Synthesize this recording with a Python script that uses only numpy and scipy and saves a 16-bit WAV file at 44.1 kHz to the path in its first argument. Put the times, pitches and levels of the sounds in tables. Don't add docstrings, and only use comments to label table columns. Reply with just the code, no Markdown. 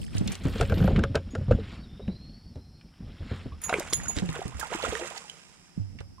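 import sys
import numpy as np
from scipy import signal
from scipy.fft import rfft, irfft
from scipy.io import wavfile
from scipy.ndimage import uniform_filter1d, map_coordinates

SR = 44100
rng = np.random.default_rng(int(sys.argv[2]) if len(sys.argv) > 2 else 0)


def to_wav(s):
    ch = np.atleast_2d(s).T
    pcm = np.round(np.clip(ch, -1, 1) * 32767)
    wavfile.write(sys.argv[1], SR, pcm.astype(np.int16))


N = 273420
TIME = np.arange(N) / SR
AGE = np.arange(SR // 2) / SR

# t/s, boom level/dB, starting pitch f/Hz, time to fade by 60 dB/s, thud level relative to the boom/dB
THUMP_EVENTS = [(0.15, -29, 100, 0.71, 4), (0.208, -23, 214, 0.074, -1), (0.257, -32, 205, 0.19, 6),
                (0.453, -19, 149, 0.044, 2), (.613, -20, 727, 0.056, -18), (0.772, -20, 196, 0.12, -4),
                (0.812, -11, 172, 0.059, -27), (0.845, -14, 191, 0.107, -15),
                (0.961, -16, 142, 0.073, -15.5), (0.978, -13, 205, 0.092, -4.5),
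                (1.335, -29, 260, 0.11, -13.5), (1.510, -9.5, 533, 0.041, -10.5),
                (1.515, -9, 100, 0.045, -11.5), (1.586, -28, 470, 0.087, -7),
                (2.082, -19.5, 197.7, 0.11, -9), (2.563, -32, 74, 0.12, -3),
                (3.004, -34.5, 177, 0.088, -6.5), (3.204, -30, 90, 0.13, -5), (3.313, -33.5, 115, 0.13, 7),
                (3.314, -39, 490, 0.059, 5), (3.458, -29, 275, 0.041, -18), (3.463, -37, 106, 0.12, -2),
                (3.521, -36, 77.8, 0.41, -3), (4.167, -33, 270, 0.034, 10), (4.22, -24.5, 181.8, 0.31, 2),
                (4.289, -29.5, 163.5, 0.26, 1), (4.452, -36.5, 133.7, 0.28, 9),
                (4.547, -34.5, 70, 0.23, -5), (4.88, -39.5, 68, 0.34, 6), (5.776, -26, 190, 0.06, -29),
                (5.798, -30.5, 101.2, 0.4, -28)]
# t/s, relative spray level/dB, relative churning level/dB, length/s, relative falling water level/dB, flight/s
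WATER_SHEETS = [(3.602, -42.5, -73, 0.075, -42, 0.14), (3.716, -38, -29, 0.043, -43, 0.071),
                (3.921, -62, -29.5, 0.021, -48.5, 0.12), (4.146, -33.5, -53, 0.075, -46, 0.21),
                (4.311, -44.5, -40.5, 0.071, -67, 0.072), (4.548, -43, -46, 0.14, -45, 0.14),
                (4.702, -40, -33, 0.071, -38.5, 0.13), (4.798, -39.5, -32.5, 0.088, -41, 0.17),
                (5.02, -41.5, -56, 0.076, -61, 0.052), (5.141, -38.5, -69, 0.052, -69, 0.059)]
# t at the fastest/s, relative swish level/dB, relative crackle level/dB, rise by 20 dB/s, fall by 20 dB/s
CLOTH_STROKES = [(0.016, -65, -46, 0.062, 0.13), (0.163, -48.5, -47, 0.086, 0.15),
                 (.33, -43, -49, 0.14, 0.078), (.465, -45, -58, 0.11, 0.047), (.6, -41, -46.5, 0.24, 0.14),
                 (.76, -48.5, -56.5, 0.11, 0.33), (.87, -46, -78, 0.29, 0.31), (1.42, -60.5, -74, 1, 0.33),
                 (1.735, -49.5, -63, 0.46, 0.14), (2.0, -64, -103, 0.73, 1), (3.15, -60, -92, 0.41, 0.61),
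                 (3.335, -48, -61, 0.19, 0.28)]


def gain_of(db):
    return 10 ** (np.asarray(db) / 20)


def evened(x):
    return x / np.sqrt(np.mean(x ** 2) + 1e-20)


def peaked(x):
    return x / (abs(x).max() + 1e-20)


def read(points, hz):
    f, value = np.transpose(points)
    return np.interp(np.log(hz + 1), np.log(f + 1), value)


def levels(rows):
    s, *columns = np.transpose(rows)
    return [gain_of(np.interp(TIME, s, c, left=-120, right=-120)) for c in columns]


def add(mix, s, sound):
    part = mix[..., max(round(s * SR), 0):][..., :sound.shape[-1]]
    part += sound[..., :part.shape[-1]]


def colour(x, points):
    hz = np.fft.rfftfreq(x.shape[-1], 1 / SR)
    return irfft(rfft(x) * gain_of(read(points, hz)), x.shape[-1])


def band(x, hz, q):
    hz = min(hz, SR / 3)
    b, a = signal.iirpeak(hz, max(q, 3 * hz / SR), SR)
    return signal.lfilter(b, a, x)


def fade(t60):
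    return np.exp(-np.log(1000) * AGE / max(t60, 1e-3))


def wander(hz):
    smoothing = np.exp(-(np.fft.rfftfreq(N, 1 / SR) / hz) ** 2)
    return evened(irfft(rfft(rng.standard_normal(N)) * smoothing, N))


def grains(per_s, spread_db):
    present = rng.random(N) < per_s / SR
    sign = rng.choice([-1, 1], N)
    return present * sign * gain_of(spread_db * np.minimum(rng.exponential(1, N), 4))


def place(x, pan_db, lag_s_per_db=.000012):
    sides = gain_of([[pan_db / 2], [-pan_db / 2]])
    left = np.roll(x, round(-pan_db * lag_s_per_db * SR))
    return np.array([left, x]) * sides / sides.mean()


def stroke(s, db, rise_s, fall_s):
    before = (s - TIME) / max(rise_s, .005)
    after = (TIME - s) / max(fall_s, .005)
    return gain_of(db - 20 * np.minimum(np.maximum(before, after), 10))


def together(gains):
    return np.sqrt(sum(g ** 2 for g in gains))


def burst(t60, onset_s):
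    return rng.standard_normal(len(AGE)) * fade(t60) * (1 - np.exp(-AGE / onset_s))


def snap(hz, t60, q, onset_s):
    once = band(burst(t60, onset_s), hz, q)
    return peaked(band(once, hz, q / 2))


def bubble(hz, t60, rise, onset_s=0.00043):
    pitch = hz * 2 ** (rise * np.minimum(AGE / max(t60, 1e-3), 1))
    ring = np.sin(2 * np.pi * np.cumsum(pitch) / SR)
    return peaked(ring * fade(t60) * (1 - np.exp(-AGE / onset_s)))


def patchy(x, depth_db):
    z = signal.stft(x, nperseg=256)[2]
    field = uniform_filter1d(rng.standard_normal(z.shape[-2:]), size=6, axis=0)
    field = evened(uniform_filter1d(field, size=5, axis=1))
    return signal.istft(z * gain_of(depth_db * field), nperseg=256)[1][..., :N]


def twisted(x, side_db, turn_rad):
    side = gain_of(side_db) * (signal.hilbert(x) * np.exp(1j * turn_rad)).real
    return np.array([x - side, x + side])


def knocks(level_db=-2, boom_db=5, clack_db=7, tick_db=6, clunk_db=-2, slide_db=-6,
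           scuff=0.099, sway=0.84, lead_s=0.001987):
    # t/s, then relative levels of body/dB, boom/dB, clack/dB, tick/dB,
    # and time for the scuff to fade by 60 dB/s
    blows = [(0.452, -36, -22.5, -68, -42, 0.0064), (0.557, -28, -34, -37, -43, 0.029),
             (0.600, -21, -36, -52, -46, 0.051), (0.610, -17, -18, -21, -25, 0.046),
             (0.626, -24, -20, -27.5, -46, 0.075), (0.697, -25.5, -23, -30.5, -37.5, 0.1),
             (0.721, -19.5, -21.5, -27.5, -45, 0.056), (0.803, -25, -24, -34, -49, 0.061),
             (0.825, -39, -30, -33.5, -50, 0.024), (0.841, -20, -21.5, -37, -40, 0.05),
             (0.875, -14.5, -22, -32, -40, 0.052), (0.904, -20, -36, -50, -55, 0.054),
             (0.948, -27, -37, -56, -60, 0.04), (0.991, -24, -48, -28.5, -36.5, 0.047),
             (1.037, -19, -23, -18.5, -32, 0.05), (1.146, -18.5, -35, -35, -55, 0.034),
             (1.154, -12.5, -24.5, -19.5, -27, 0.068), (1.173, -29.5, -41, -35, -57, 0.059),
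             (1.351, -23, -31.5, -30, -40, 0.048), (1.381, -36, -34, -55, -56, 0.025),
             (1.410, -36, -27.5, -54.5, -62, 0.082), (1.481, -33, -18.5, -63, -60, 0.17),
             (1.511, -14.5, -38, -27.5, -46, 0.06), (1.521, -51.5, -23, -29.5, -58, 0.059),
             (1.994, -33.5, -78, -75, -72, 0.076), (2.081, -51, -56, -59, -67, 0.019),
             (2.556, -39, -38.5, -65, -57, 0.056), (3.309, -33.5, -31, -45, -59, 0.086),
             (3.458, -38, -51, -82, -73, 0.054), (6.004, -40.5, -37.5, -53, -46, 0.07)]
    # nominal f/Hz, relative level/dB, time to fade by 60 dB/s
    hull_modes = [(93.6, -7.5, 0.59), (134.3, -1, 0.076), (205, -17, 0.084), (306, -14, 0.035),
                  (446, -7.5, 0.076), (548, -7.5, 0.15), (635, -21.5, 0.047), (750, -19, 0.042),
                  (1382, -8, 0.024), (1534, -7, 0.016), (1520, -10, 0.04), (2170, -20.5, 0.012),
                  (2600, -8.5, 0.0045), (3390, -39, 0.0091)]
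    out = np.zeros((2, N))
    for s, body, boom, clack, tick, scuff_t60 in blows:
        contact = np.roll(AGE == 0, round(lead_s * SR)) + scuff * burst(scuff_t60, onset_s=0.00011)
        weight = [(200, boom + boom_db), (430, body), (630, body), (1100, clack + clack_db)]  # (Hz, dB)
        for hz, db, t60 in hull_modes:
            mode = np.exp(2j * np.pi * hz * rng.uniform(0.93, 1.04) * AGE) * fade(t60)
            ring = peaked(signal.fftconvolve(contact, mode)[:len(AGE)])
            ring = gain_of(level_db + db + read(weight, hz)) * ring
            side = sway * ring.real
            add(out, s, np.array([ring.imag + side, ring.imag - side]))
        clunk = snap(hz=470, t60=scuff_t60, q=2.3, onset_s=0.0021)
        add(out, s, gain_of(body + clunk_db) * clunk)
        add(out, s, gain_of(tick + tick_db) * snap(hz=3760, t60=0.018, q=0.99, onset_s=0.0012))
        slide = snap(hz=1500, t60=0.021, q=0.88, onset_s=0.00024)[:SR // 10][::-1]
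        add(out, s + lead_s - len(slide) / SR, gain_of(clack + slide_db) * slide)
    return out


def thumps(level_db=0, sag_octaves=-0.42, thud_hz=260, thud_t60=0.16):
    out = np.zeros(N)
    b, a = signal.butter(2, thud_hz, fs=SR)
    for s, db, hz, t60, thud_db in THUMP_EVENTS:
        thud = peaked(signal.lfilter(b, a, burst(thud_t60, onset_s=0.00011)))
        boom = bubble(hz, t60, sag_octaves, onset_s=0.0015)
        add(out, s, gain_of(db + level_db) * (boom + gain_of(thud_db) * thud))
    return twisted(out, side_db=-2, turn_rad=1.0)


def rocking(level_db=1, lumpy_db=4, side_db=-1, settle_db=-15.5, settle_rise_s=0.016, settle_fall_s=0.14):
    # t/s, relative rumble level/dB
    weight_shifts = [(0.0, -37), (0.47, -38), (.66, -30.5), (0.81, -25), (0.88, -22), (1.15, -34),
                     (1.27, -40.5), (1.6, -40), (1.83, -44.5), (2.25, -48), (2.7, -52), (2.93, -54),
                     (3.02, -43.5), (3.37, -46), (3.71, -49.5), (4.03, -40), (4.35, -56.5), (4.9, -53.5),
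                     (5.22, -76), (5.7, -66), (5.96, -49.5), (6.2, -59)]
    # f/Hz, relative level/dB
    rumble_spectrum = [(13, -50), (22, 6), (81, 4.5), (135, 0), (179, 0.5), (206, 2), (248, -3.5),
                       (401, -17.5), (548, -19.5), (660, -21.5), (900, -32), (1170, -50), (1980, -120)]

    def rumble():
        noise = colour(rng.standard_normal(N), rumble_spectrum)
        return evened(noise * gain_of(lumpy_db * wander(hz=20.2)))

    mid = rumble()
    side = gain_of(side_db) * rumble()
    shifting = gain_of(level_db) * levels(weight_shifts)[0]
    settling = [stroke(s, db + settle_db, settle_rise_s, settle_fall_s) for s, db, *_ in THUMP_EVENTS]
    return together([shifting, *settling]) * np.array([mid + side, mid - side])


def clothes(swish_db=3.5, crackle_db=-3, seat_db=0, patchy_db=2.5, width=0.17):
    # f/Hz, relative level/dB
    cloth_spectrum = [(240, -18), (400, -3.5), (840, -7.5), (1260, -3), (2590, -4), (3290, -3),
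                      (4490, -9.5), (6210, -35.5), (7000, -16.5), (9100, -43), (15400, -120)]
    # f/Hz, relative level/dB
    crackle_spectrum = [(3000, -10.5), (5000, 3.5), (6300, -7), (8800, 2), (10600, -11.5), (12800, -5.5),
                        (15500, -9)]
    # t at the fastest/s, level/dB, rise by 20 dB/s, fall by 20 dB/s
    seat_strokes = [(.31, -56, .1, .2), (.49, -51.5, 0.074, 0.39), (.75, -51, .1, 0.23),
                    (.87, -49.5, 0.33, 0.044)]
    # f/Hz, relative level/dB
    mesh_spectrum = [(4000, -22), (8000, -34), (11500, 7), (14500, 3), (16000, 0)]

    def rub(spectrum, per_s, spread_db):
        mid, side = (evened(colour(grains(per_s, spread_db), spectrum)) for _ in range(2))
        return patchy(np.array([mid + width * side, mid - width * side]), patchy_db)

    swish = together(stroke(s, db, rise, fall) for s, db, _, rise, fall in CLOTH_STROKES)
    crackle = together(stroke(s, db, rise, fall) for s, _, db, rise, fall in CLOTH_STROKES)
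    stretch = together(stroke(*row) for row in seat_strokes)
    sleeves = gain_of(swish_db) * swish * rub(cloth_spectrum, per_s=2600, spread_db=0.0)
    vest = gain_of(crackle_db) * crackle * rub(crackle_spectrum, per_s=1600, spread_db=-0.5)
    seat = gain_of(seat_db) * stretch * rub(mesh_spectrum, per_s=1200, spread_db=4.5)
    return sleeves + vest + seat


def creases(level_db=1, t60=0.019, q=4.2, width=0.55, count=16):
    out = np.zeros((2, N))
    for hz in np.geomspace(1800, 10000, count):
        train = grains(per_s=9, spread_db=2.5)
        sides = 1 + width * rng.uniform(-1.8, 1) * np.array([[1], [-1]])
        fold = snap(hz, t60, q, onset_s=0.0001)[:SR // 20]
        out += sides * evened(signal.oaconvolve(train, fold)[:N])
    movement = together(stroke(s, db, rise, fall) for s, _, db, rise, fall in CLOTH_STROKES)
    return gain_of(level_db) * movement * evened(out)


def plops(level_db=0, smack_db=0, q=1.0):
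    # t/s, relative peak/dB, starting pitch f/Hz, time to fade by 60 dB/s, pitch rise in that time/octaves
    air_pockets = [(3.52, -40.5, 1080, 0.089, 0.6), (3.694, -15, 1040, 0.012, 2.5),
                   (3.699, -19, 677, 0.077, 0.9), (3.727, -11.5, 704, 0.013, -0.7),
                   (3.728, -12, 1570, 0.014, -0.3), (3.741, -4.5, 2170, 0.0073, 0.7),
                   (3.756, -28.5, 410, 0.11, 0.2), (3.785, -22, 358, 0.035, 0),
                   (3.805, -22, 637, 0.03, -0.6), (3.9288, -20, 440, 0.008, -0.8),
                   (3.9997, -27.5, 1790, 0.019, 0.25), (4.058, -32.5, 1444, 0.066, 0.7),
                   (4.391, -27.5, 416, 0.045, -0.5), (4.417, -21.5, 720, 0.038, 0.32),
                   (4.612, -24.5, 1730, 0.057, -1.1), (4.628, -22.5, 1350, 0.045, -0.1),
                   (4.636, -24.5, 1420, 0.018, 0.2), (4.630, -29, 902, 0.075, -0.3),
                   (4.719, -27, 627, 0.14, 2.5), (4.75, -24, 342, 0.03, -0.2), (4.847, -17, 1270, 0.048, 1),
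                   (4.925, -30.5, 396.5, 0.19, 1), (4.953, -15, 1710, 0.012, 0.5),
                   (4.995, -27.5, 600, 0.054, 0.5), (5.011, -35.5, 348.5, 0.17, 0),
                   (5.107, -34, 573, 0.1, 4.5), (5.244, -43.5, 863, 0.13, -0.3),
                   (5.297, -24, 3090, 0.017, -0.1), (6.182, -43.5, 1059, 0.059, -0.1)]
    # t/s, relative peak/dB, pitch f/Hz, time for the noise to fade by 60 dB/s
    flat_smacks = [(3.695, -13.5, 2420, 0.023), (4.166, -22, 3000, 0.022), (4.176, -22, 2350, 0.013),
                   (4.186, -14, 2696, 0.016), (4.329, -26, 6440, 0.016), (4.48, -23.5, 7060, 0.0063),
                   (4.597, -15.5, 8600, 0.061), (4.670, -24, 6500, 0.013), (4.738, -18.5, 2000, 0.016),
                   (4.828, -18, 2500, 0.018), (4.85, -23, 1800, 0.008), (4.861, -17, 1890, 0.008),
                   (4.934, -21, 6760, 0.0089), (4.952, -15.5, 2700, 0.006), (5.058, -28, 3220, 0.015),
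                   (5.178, -18.5, 4000, 0.024), (5.298, -24.5, 5130, 0.011)]
    out = np.zeros(N)
    for s, db, hz, t60, rise in air_pockets:
        add(out, s, gain_of(db + level_db) * bubble(hz, t60, rise, onset_s=0.013 * t60))
    for s, db, hz, t60 in flat_smacks:
        add(out, s, gain_of(db + smack_db) * snap(hz, t60, q, onset_s=0.000083))
    return out


def thrown_water(fall_spray_db=-4.5, fall_churn_db=2.5, bunching=2.73):
    spray, churn = [], []
    for s, sheet_db, stir_db, length, fall_db, flight in WATER_SHEETS:
        age = np.maximum(TIME - s, 0)
        sheet = np.sin(np.pi * np.minimum(age / length, 1)) ** 2
        falling = gain_of(fall_db) * (age / flight * np.exp(1 - age / flight)) ** bunching
        spray += [gain_of(sheet_db) * sheet, gain_of(fall_spray_db) * falling]
        churn += [gain_of(stir_db) * sheet, gain_of(fall_churn_db) * falling]
    return together(spray), together(churn)


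def splashing(spray_db=5.0, churn_db=2, clump_db=4.0, patchy_db=2, cycles=18, tilt_db=-1, gurgle_db=2,
              count=60):
    # f/Hz, relative level/dB
    spray_spectrum = [(500, -20), (1200, -6.5), (2800, -5.5), (4200, -12), (7500, -3), (10000, -12),
                      (12000, -17.5), (14500, -18), (16000, -45)]
    spray, churn = thrown_water()
    fizz = patchy(colour(grains(per_s=6000, spread_db=4.5), spray_spectrum), patchy_db)
    droplets = evened(fizz * gain_of(clump_db * wander(hz=70)))
    swarm = np.zeros(N)
    for hz in np.geomspace(480, 3400, count):
        ring = bubble(hz, cycles / hz, rng.uniform(0, 0.35))[:SR // 10]
        train = grains(per_s=hz / 130, spread_db=3)
        swarm += gain_of(tilt_db * np.log2(hz)) * evened(signal.oaconvolve(train, ring)[:N])
    gurgling = evened(swarm * gain_of(gurgle_db * wander(hz=29.5)))
    return gain_of(spray_db) * spray * droplets + gain_of(churn_db) * churn * gurgling


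def drips(level_db=-5.0, cycles=36, rise_octaves=0.5, tilt_db=-3.5, count=40):
    pings = np.zeros(N)
    for hz in np.geomspace(700, 9500, count):
        ring = bubble(hz, cycles / hz, rise_octaves)[:SR // 10]
        train = grains(per_s=5, spread_db=2.5)
        pings += gain_of(tilt_db * np.log2(hz)) * evened(signal.oaconvolve(train, ring)[:N])
    return gain_of(level_db) * thrown_water()[0] * evened(pings)


def pops(level_db=-2, cycles=9, count=16):
    out = np.zeros(N)
    for hz in np.geomspace(1100, 4000, count):
        train = grains(per_s=7, spread_db=2)
        pop = bubble(hz, cycles / hz, 0, onset_s=1 / SR)[:SR // 20]
        out += evened(signal.oaconvolve(train, pop)[:N])
    return gain_of(level_db) * together(thrown_water()) * evened(out) / 2


def foam(level_db=-0.5, rise_s=0.13, fall_s=0.84):
    # f/Hz, relative level/dB
    foam_spectrum = [(300, -15), (700, -8), (1400, -7.5), (2800, -5), (4200, -12.5), (7500, -5.5),
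                     (10000, -14), (16000, -39)]
    level = together(stroke(s + flight, fall_db + level_db, rise_s, fall_s)
                     for s, *_, fall_db, flight in WATER_SHEETS)
    return level * evened(colour(grains(per_s=2200, spread_db=1.0), foam_spectrum))


def alongside(x, scatter=0.59, lag_s=.00013):
    # t/s, bearing from 0 ahead to 1 on the right
    fish_bearing = [(3.7, 0.43), (4.2, 0.45), (4.6, 0.65)]
    # f/Hz, level/dB
    shadow_spectrum = [(100, -2.5), (400, -1), (700, -13), (1300, -65), (2400, -40), (4400, -20),
                       (8000, -22), (15000, 5)]
    bearing = np.clip(np.interp(TIME, *np.transpose(fish_bearing)), 0, 1)
    shaded = (1 - bearing) * x + bearing * colour(x, shadow_spectrum)
    lag = lag_s * bearing * (1 + scatter * wander(hz=90))
    left = map_coordinates(shaded, [(TIME - lag) * SR], order=3)
    return np.array([left, x])


def line(level_db=-5.0, flutter=0.56, halo_db=-3, halo_hz=190, halo_below_hz=130):
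    # t/s, pitch f/Hz, relative level/dB
    line_runs = [
        [(1.67, 4520, -60), (1.74, 4590, -55), (1.85, 4520, -55)],
        [(1.83, 3950, -55), (1.865, 3660, -57), (1.91, 3570, -59), (1.96, 3660, -57), (2.0, 3760, -57),
         (2.21, 4230, -51), (2.38, 4510, -50), (2.45, 4530, -54), (2.6, 4420, -71)],
        [(2.11, 4380, -63), (2.15, 4720, -57), (2.19, 4500, -62)],
        [(2.54, 4040, -63), (2.76, 4310, -60.5), (2.9, 4350, -70)],
    ]
    out = np.zeros(N)
    for rows in line_runs:
        s, hz, db = np.transpose(rows)
        turn = 2 * np.pi * np.cumsum(np.interp(TIME, s, hz)) / SR
        note = evened((1 + flutter * wander(hz=30)) * np.sin(turn))
        below = turn - 2 * np.pi * halo_below_hz * TIME
        skirt = evened(wander(halo_hz) * np.sin(below) + wander(halo_hz) * np.cos(below))
        out += levels(np.c_[s, db])[0] * evened(note + gain_of(halo_db) * skirt)
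    return gain_of(level_db) * out


def clinks(level_db=-6, strike_db=-12, strike_t60=0.029, chatter=0.38, chatter_s=0.0051,
           bend=0.021, bend_s=0.057):
    # t/s, relative level/dB, starting pitch f/Hz, overtones' relative level/dB
    clink_events = [(1.158, -48, 6800, -14), (1.307, -38.5, 6740, -21), (1.513, -47, 6870, -13),
                    (3.616, -36, 6730, 7), (3.638, -14, 6750, -4), (3.899, -30, 6650, -4),
                    (3.933, -15.5, 6760, 2), (4.033, -26.5, 6700, -8), (4.082, -14.5, 6800, -9)]
    # multiple of the pitch, relative level/dB, time to fade by 60 dB/s
    metal_modes = [(1, -1.5, 0.2), (1.007, -16, 0.14), (1.462, 2, 0.072), (1.476, -4.5, 0.17),
                   (1.775, -12.5, .06), (1.975, -8.5, 0.062), (2.04, -7, 0.16)]
    # f/Hz, left-right/dB, left leads/rad
    microphone_offsets = [(6800, -12, -2.5), (9800, 0, 1.28)]
    out = np.zeros((2, N))
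    clock = np.cumsum(1 + bend * (1 - np.exp(-AGE / bend_s))) / SR
    ear_hz, ear_db, ear_rad = np.transpose(microphone_offsets)
    for s, db, hz, overtones_db in clink_events:
        shake = rng.standard_normal((len(metal_modes), len(AGE)))
        shake = evened(uniform_filter1d(shake, size=int(chatter_s * SR) + 1))
        ring = np.zeros((2, len(AGE)))
        for (k, mode_db, t60), jolt in zip(metal_modes, shake):
            sides = gain_of([[np.interp(hz * k, ear_hz, ear_db)], [0]])
            lead = np.array([[np.interp(hz * k, ear_hz, ear_rad)], [0]])
            turn = 2 * np.pi * (hz * k * clock + rng.random()) + lead
            strength = gain_of(mode_db + overtones_db * min(2 * (k - 1), 1))
            rattle = 1 + chatter * k * jolt
            ring += sides / sides.mean() * strength * rattle * np.sin(turn) * fade(t60)
        ring *= 1 - np.exp(-AGE / 0.00042)
        strike = snap(hz=6500, t60=strike_t60, q=0.28, onset_s=0.0023)
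        add(out, s, gain_of(db + level_db) * (ring + gain_of(strike_db) * strike))
    return out


def snaps(level_db=-3.5, q=1.4):
    # t/s, relative peak/dB, pitch f/Hz, time for the noise to fade by 60 dB/s, left-right/dB
    click_events = [(0.15, -27, 4300, 0.009, -1), (0.169, -25.5, 3000, 0.018, 1),
                    (0.182, -20.5, 6400, 0.016, -9), (0.2747, -19, 7760, 0.013, 0),
                    (0.277, -16, 3200, 0.03, -1), (0.319, -23, 7660, 0.057, 1),
                    (.353, -18.5, 5500, 0.0078, 3), (0.483, -29.5, 8050, 0.012, -1.5),
                    (0.614, -24, 3460, 0.035, 5), (0.652, -22, 2900, 0.014, 3),
                    (0.742, -23, 3000, 0.02, -3), (0.78, -22.5, 2780, 0.082, -2.5),
                    (0.961, -14, 2130, 0.048, -5.5), (1.156, -17, 2830, 0.014, -14),
                    (2.079, -27.5, 2060, 0.016, 9.5), (2.811, -40, 2350, 0.027, 3),
                    (3.7966, -11, 6800, 0.014, -5), (3.798, -18, 10000, 0.015, -0.5),
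                    (3.9284, -9, 6880, 0.0043, -3.5), (3.9305, -10, 4990, 0.011, -13),
                    (3.933, -6, 4270, 0.014, -1), (3.9352, -8, 9950, 0.0099, -1),
                    (4.061, -26, 7240, 0.025, -3), (4.29, -21.5, 2600, 0.016, 10),
                    (5.987, -31.5, 2280, 0.071, -10), (6.008, -35.5, 990, 0.044, -7)]
    out = np.zeros((2, N))
    for s, db, hz, t60, pan in click_events:
        click = gain_of(db + level_db) * snap(hz, t60, q, onset_s=0.00017)
        add(out, s, place(click, pan))
    return out


def deck(x, wet_db=-13, t60=0.13, top_hz=4500):
    b, a = signal.butter(1, top_hz, fs=SR)
    tails = signal.lfilter(b, a, [burst(t60, onset_s=0.00028) for _ in range(2)])
    echo = signal.oaconvolve(x, tails / np.linalg.norm(tails[0]), axes=1)[:, :N]
    return x + gain_of(wet_db) * echo


def riverbank(air_db=-60.5, insects_db=-66, insects_pan_db=-23, width=0.78):
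    # f/Hz, relative level/dB
    air_spectrum = [(18, -33.5), (30, -34), (64, -30), (108, -31), (156, 7.5), (243, -6), (359, -5.5),
                    (561, -27.5), (728, -7.5), (1050, -16.5), (4190, -23), (5170, -5.5), (6370, -28),
                    (9940, -22.5), (15500, -26)]
    # f/Hz, relative level/dB
    insect_spectrum = [(3500, -25), (4700, -28), (5300, 2.5), (5700, -2), (6200, -23), (7000, -66)]
    mid, side = (evened(colour(rng.standard_normal(N), air_spectrum)) for _ in range(2))
    air = np.array([mid + width * side, mid - width * side])
    sides = gain_of([[insects_pan_db / 2], [-insects_pan_db / 2]])
    insects = sides * colour(rng.standard_normal((2, N)), insect_spectrum)
    return gain_of(air_db) * air + gain_of(insects_db) * evened(insects)


def narrowed(x, split_hz=9300):
    # t/s, width below the split as a level/dB, width above it as a level/dB
    width_curve = [(.3, 4.5, 15), (.45, -9.5, 8), (.75, -19.5, -4), (1.15, -27.5, -21), (1.55, -63, -21),
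                   (3.28, -52.5, -19), (3.42, -11, 2), (3.7, -8.5, 3), (3.952, 2, -1.5)]
    mid, side = x.mean(0), (x[0] - x[1]) / 2
    low = signal.sosfiltfilt(signal.butter(2, split_hz, fs=SR, output="sos"), side)
    s, low_db, high_db = np.transpose(width_curve)
    low_gain = gain_of(np.interp(TIME, s, low_db))
    high_gain = gain_of(np.interp(TIME, s, high_db))
    side = low_gain * low + high_gain * (side - low)
    return np.array([mid + side, mid - side])


def scene():
    # t/s, left-right/dB
    boat_lean = [(4.6, 0.5), (5.9, -4.5)]
    lean_db = np.interp(TIME, *np.transpose(boat_lean))
    boat = (knocks() + thumps() + rocking()) * gain_of([lean_db / 2, -lean_db / 2])
    tackle = snaps() + clinks() + line()
    fish = alongside(plops() + splashing() + drips() + pops() + foam())
    return boat + clothes() + creases() + deck(tackle + fish) + riverbank()


def record(dry, edge_hz=15900):
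    # f/Hz, level/dB
    microphone_response = [(10, -26), (30, -3), (60, 0.5), (9500, -5), (11500, -9.5), (16000, -16)]
    heard = colour(narrowed(dry), microphone_response)
    lowpass = signal.firwin(511, edge_hz, window=("kaiser", 9), fs=SR)
    return signal.oaconvolve(heard, lowpass[None], "same")


dry = scene()
out = record(dry)
to_wav(out)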